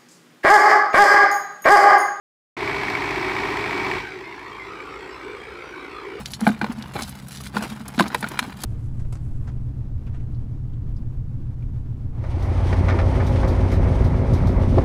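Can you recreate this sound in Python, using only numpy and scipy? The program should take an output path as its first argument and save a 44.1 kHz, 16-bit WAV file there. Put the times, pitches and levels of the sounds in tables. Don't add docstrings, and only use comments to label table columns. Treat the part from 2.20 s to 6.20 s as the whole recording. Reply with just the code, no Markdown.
import sys
import numpy as np
from scipy import signal
from scipy.fft import rfft, irfft
from scipy.io import wavfile
from scipy.ndimage import uniform_filter1d

SR = 44100
rng = np.random.default_rng(int(sys.argv[2]) if len(sys.argv) > 2 else 0)


def master_out(mix):
    frames = np.transpose(np.atleast_2d(mix))
    ceiling = np.clip(frames, -1, 1)
    pcm = np.round(ceiling * 32767).astype(np.int16)
    wavfile.write(sys.argv[1], SR, pcm)


N = 176400
T = np.arange(N) / SR

# place in the cycle/0-1, relative knock level/dB, knock decay/s,
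# relative clatter level/dB
CYLINDER_FIRINGS = [(.001, 13, 0.0026, 6), (0.261, 7.5, 0.0069, 7.5), (0.512, 2, 0.0072, 6.5),
                    (0.746, -11, 0.0037, 7.5)]
# f/Hz, relative level/dB
BLOCK_RESPONSE = [(500, -20), (1400, -13.5), (1850, 1.5), (2080, -1.5), (2280, 4.5), (2550, -6),
                  (2850, -14), (4800, -21.5), (6500, -34), (8000, -34), (11000, -41), (15000, -37)]
# f/Hz, relative level/dB
ROAR_SPECTRUM = [(30, -25), (60, -1), (100, -21), (240, -12.5), (390, -2.5), (520, -6.5), (640, -22.5),
                 (800, -23), (1100, -9.5), (1550, -10.5), (1750, -24), (2200, -11.5), (2850, -21.5),
                 (3300, -22.5), (5300, -33), (6400, -40.5), (9800, -43), (12300, -51.5), (14200, -46),
                 (15400, -70)]


def from_db(db):
    return 10 ** (np.asarray(db) / 20)


def rms_one(x):
    return x / np.sqrt(np.mean(np.abs(x) ** 2) + 1e-20)


def in_time(rows):
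    s, *columns = np.transpose(rows)
    return [np.interp(T, s, column) for column in columns]


def drift(hz):
    step, settling = 40, 2000
    r = np.exp(-2 * np.pi * hz * step / SR)
    noise = rng.standard_normal(N // step + settling + 2)
    slow = signal.lfilter([1], [1, -2 * r, r * r], noise)[settling:]
    return np.interp(np.arange(N) / step, np.arange(len(slow)), rms_one(slow))


def colour(x, spectrum):
    hz, db = np.transpose(spectrum)
    size = 2 * N
    bins_hz = np.arange(N + 1) * SR / size
    level_db = np.interp(np.log(bins_hz + 1), np.log(hz), db)
    cepstrum = irfft(np.log(from_db(level_db)))
    cepstrum[1:N] *= 2
    cepstrum[N + 1:] = 0
    response = np.exp(rfft(cepstrum))
    return rms_one(irfft(rfft(x, size) * response)[:N])


def tone(turns, rough, flutter_hz):
    angle = 2 * np.pi * (turns + rng.random())
    in_phase = (1 + rough * drift(flutter_hz)) * np.cos(angle)
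    quadrature = rough * drift(flutter_hz) * np.sin(angle)
    return rms_one(in_phase + quadrature)


def burst(times, db, decay_s):
    spread_db, repeated = .6, .7
    hits = np.zeros(N)
    at = (times[(times > 0) & (times < T[-1])] * SR).astype(int)
    hits[at] = from_db(db + spread_db * rng.standard_normal(len(at)))
    fade = np.exp(-T[:SR // 20] / decay_s)
    same = signal.oaconvolve(hits, fade * rng.standard_normal(len(fade)))[:N]
    fresh = signal.oaconvolve(hits, fade)[:N] * rng.standard_normal(N)
    return np.sqrt(repeated) * same + np.sqrt(1 - repeated) * fresh


def throb(cycles, depth_db):
    angle = 2 * np.pi * len(CYLINDER_FIRINGS) * cycles - np.pi / 3
    return rms_one(from_db(depth_db * np.cos(angle)))


def resonance(rows, half_width_hz):
    hz, db = in_time(rows)
    low_pass = signal.butter(2, half_width_hz, fs=SR, output="sos")
    a, b = signal.sosfilt(low_pass, rng.standard_normal((2, N)))
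    power = uniform_filter1d(a * a + b * b, size=4000) / 2
    ring = (a + 1j * b) / np.sqrt(power + 1e-20)
    return from_db(db) * np.real(ring * np.exp(2j * np.pi * np.cumsum(hz) / SR))


def damped_ring(hits, f_hz, t60_s, zeros):
    r = from_db(-60 / (t60_s * SR))
    poles = [1, -2 * r * np.cos(2 * np.pi * f_hz / SR), r * r]
    return signal.lfilter(zeros, poles, hits + 1e-18)


def crank_cycles():
    # t/s, speed/rpm
    speed = [(.4, 1735), (1.15, 1743.6), (2, 1756), (2.9, 1761), (3.4, 1754), (4, 1750)]
    first_firing_s = .4065
    cycles = np.cumsum(in_time(speed)[0]) / 120 / SR
    return cycles - np.interp(first_firing_s, T, cycles)


def exhaust(cycles):
    # multiple of the cycle rate, relative level/dB
    orders = [(4, -17), (5, -24), (6, -19), (7, -7.5), (8, -10), (9, -9), (10, -9.5), (11, -18.5),
              (12, -15), (14, -11.5), (15, -14.5), (17, -28), (18, -13.5), (19, -6), (20, -5.5), (21, -7),
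              (22, -8.5), (23, -13), (24, -1.5), (25, -4.5), (26, 2), (27, -2.5), (28, 0.5), (29, -8.5),
              (30, -6)]
    rough_per_order = .022
    drone = sum(from_db(db) * tone(k * cycles, rough_per_order * k, flutter_hz=5.4) for k, db in orders)
    return from_db(-33) * rms_one(drone)


def combustion(cycles):
    # f/Hz, relative level/dB
    covers = [(250, -29), (560, -14), (720, -1.5), (1000, 2), (1150, -6.5), (1600, -8), (3000, -14.5),
              (5500, -23), (9000, -47.5)]
    clatter_lag_s, clatter_decay_s = .0031, .0065
    knock = clatter = 0
    for place, knock_db, decay_s, clatter_db in CYLINDER_FIRINGS:
        times = np.interp(np.arange(-1, cycles[-1]) + place, cycles, T)
        knock = knock + burst(times, knock_db, decay_s)
        clatter = clatter + burst(times + clatter_lag_s, clatter_db, clatter_decay_s)

    count = np.floor(len(CYLINDER_FIRINGS) * cycles)
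    firings = np.diff(count, prepend=count[0]) * rng.choice([-1, 1], N)
    ring = damped_ring(firings, f_hz=2270, t60_s=.034, zeros=[1, 0, -1])
    return (from_db(-36.5) * colour(knock, BLOCK_RESPONSE)
            + from_db(-35.5) * colour(clatter, covers)
            + from_db(-45) * colour(ring, BLOCK_RESPONSE))


def hard_knocks():
    # t/s, level/dB (their mean sets the rms of the whole layer)
    knocks = [(.6335, -50), (.7005, -45), (.7515, -50), (.9085, -47), (1.371, -49), (1.5772, -49),
              (1.714, -47)]
    s, db = np.transpose(knocks)
    return from_db(db.mean()) * colour(burst(s, db, decay_s=.0015), BLOCK_RESPONSE)


def gear_whine(cycles):
    orders = [21.87, 26, 53.7, 65.2, 72.6, 104, 117.3]
    # level/dB, before the dip
    levels = [-47, -42.5, -49, -49, -50, -60, -60]
    # t/s, gain/dB
    whine_level = [(1.7, -2), (2.1, -6.5), (3.6, 0.5)]
    flutter_hz = 14
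    whine = sum(from_db(db) * tone(2 * k * cycles, .6, flutter_hz) for k, db in zip(orders, levels))
    main_mesh = from_db(-36.5) * tone(2 * 78 * cycles, .3, flutter_hz)
    return from_db(in_time(whine_level)[0]) * (whine + main_mesh)


def fan_rush(cycles):
    # f/Hz, relative level/dB
    spectrum = [(30, -37.5), (60, -5.5), (200, -8), (350, 2), (560, -12.5), (750, -4), (1000, 1.5),
                (1250, -6), (1650, -5), (1900, -2), (2500, -3.5), (2850, -14), (4200, -15), (5600, -22),
                (6500, -30), (7800, -28.5), (10500, -37.5), (13000, -41.5), (15000, -39.5)]
    return from_db(-31) * colour(throb(cycles, .5) * rng.standard_normal(N), spectrum)


def engine(cycles):
    return exhaust(cycles) + gear_whine(cycles) + combustion(cycles) + hard_knocks() + fan_rush(cycles)


def drum_hum(cycles):
    # multiple of the drum's turning rate, level/dB
    orders = [(2, -48.5), (3, -65)]
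    turns = 1.75 * cycles
    return sum(from_db(db) * tone(k * turns, .12, flutter_hz=5.6) for k, db in orders)


def roar(cycles):
    return from_db(-30) * colour(rng.standard_normal(N) * throb(cycles, 2.5), ROAR_SPECTRUM)


def pelting(count=60):
    hits_per_s, spread_db = 700, 3
    born = rng.random(N) < hits_per_s / SR
    sizes = born * from_db(spread_db * rng.standard_normal(N)) * rng.choice([-1, 1], N)
    dealt = rng.integers(0, count, N)
    t60_s = .033
    r = from_db(-60 / (t60_s * SR))
    rings = 0
    for k, f_hz in enumerate(np.geomspace(900, 12000, count)):
        zeros = [1, -r * np.cos(2 * np.pi * f_hz / SR)]
        rings = rings + damped_ring(sizes * (dealt == k), f_hz, t60_s, zeros)
    return from_db(-38) * colour(rings, ROAR_SPECTRUM)


def housing_boom():
    # t/s, f/Hz, level/dB
    curve = [(.4, 380, -48), (1.7, 380, -38.5), (2, 385, -30), (2.15, 370, -35), (2.45, 375, -39.5),
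             (2.57, 375, -31), (2.8, 425, -29.5), (2.97, 380, -38), (3.06, 392, -25), (3.2, 420, -32.5),
             (3.35, 415, -27.5), (3.5, 390, -38), (3.64, 335, -28), (3.78, 390, -34.5), (3.91, 400, -23),
             (4, 410, -26.5)]
    return resonance(curve, half_width_hz=41.4)


def midrange_swells():
    # t/s, f/Hz, level/dB
    curve = [(.4, 1156, -42), (2.25, 1144, -37), (2.42, 1229, -36), (2.62, 1147, -32.5), (2.8, 1220, -36.5),
             (2.96, 1273, -34), (3.15, 1103, -37), (3.25, 1280, -44), (3.45, 1207, -39), (3.58, 1200, -55),
             (3.78, 1290, -31.5), (4, 1290, -63)]
    return resonance(curve, half_width_hz=150)


def thresher(cycles, near_db):
    turned = from_db(near_db) * (roar(cycles) + pelting())
    return drum_hum(cycles) + turned + housing_boom() + midrange_swells()


def brief_tones():
    # middle t/s, f/Hz, level/dB
    tones = [(1.87, 1580, -33), (1.94, 2087, -35.5), (2.06, 2105, -32), (2.17, 4890, -57),
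             (2.27, 4210, -50.5), (2.35, 3220, -49), (2.411, 2070, -35), (2.638, 1590, -43),
             (2.73, 5500, -53), (2.93, 5270, -51), (3.151, 1580, -45), (3.22, 3230, -48), (3.44, 4070, -54),
             (3.49, 5790, -55), (3.611, 3840, -49.5), (3.77, 4130, -49), (3.92, 3780, -52)]
    length_s = .11
    out = np.zeros(N)
    for s, hz, db in tones:
        swell = np.cos(np.pi * np.clip((T - s) / length_s, -.5, .5))
        out += from_db(db) * swell * tone(hz * T, rough=1, flutter_hz=80)
    return out


def whistle(cycles):
    # t/s, f/Hz, level/dB
    curve = [(.4, 7780, -71), (2.1, 7560, -62.5), (2.6, 7590, -57), (2.9, 7650, -57.5), (3.27, 8170, -62),
             (3.37, 8160, -80), (3.7, 8600, -66), (4, 8800, -66)]
    return throb(cycles, 7) * resonance(curve, half_width_hz=130)


def scene():
    # t/s, engine gain/dB, thresher gain/dB
    turn = [(.4, 2, -12), (1.7, 1.5, -14.5), (2.5, 0.5, -1.5), (3.3, -3.5, 1.5), (4, -3, 1.5)]
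    cycles = crank_cycles()
    engine_db, thresher_db = in_time(turn)
    machines = from_db(engine_db) * engine(cycles) + thresher(cycles, thresher_db)
    return (machines + whistle(cycles) + brief_tones())[None]


def suppressor(x):
    # f/Hz, time constant/s
    fade = [(400, 0.082), (650, .025), (2500, 0.1)]
    start_s, reduction_db = 1.773, -13
    slope, least_db, most_db = 3.5, -2.5, 7
    full_hz = 1030
    hz, s, z = signal.stft(x, SR, nperseg=1024)
    power = uniform_filter1d(np.abs(z) ** 2, size=5, axis=1)
    recent = uniform_filter1d(uniform_filter1d(power, size=8, axis=2), size=4, axis=2)
    steady = uniform_filter1d(power, size=80, axis=2)
    excess_db = 10 * np.log10(np.abs(recent / (steady + 1e-20)) + 1e-9)
    excess_db = excess_db - uniform_filter1d(excess_db, size=24, axis=1)
    passed_db = np.clip(slope * excess_db, least_db, most_db) * np.minimum(hz / full_hz, 1)[:, None]
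    fade_s = np.interp(hz, *np.transpose(fade))[:, None]
    engaged = 1 - np.exp(-np.maximum(s - start_s, 0) / fade_s)
    return signal.istft(z * from_db(engaged * (reduction_db + passed_db)), SR)[1][:, :N]


def record(dry):
    open_s, edge_s = .3665, .0015
    open_db, rise_s = -4, .087
    since_s = T - open_s
    edge = np.sin(np.pi / 2 * np.clip(since_s / edge_s, 0, 1)) ** 2
    opening = edge * from_db(open_db * np.clip(1 - since_s / rise_s, 0, 1))
    low_cut = signal.butter(8, 43, "high", fs=SR, output="sos")
    high_cut = signal.ellip(16, .1, 80, 15400, fs=SR, output="sos")
    x = signal.sosfilt(low_cut, suppressor(dry) * opening)
    return signal.sosfilt(high_cut, x)


dry = scene()
out = record(dry)
master_out(out)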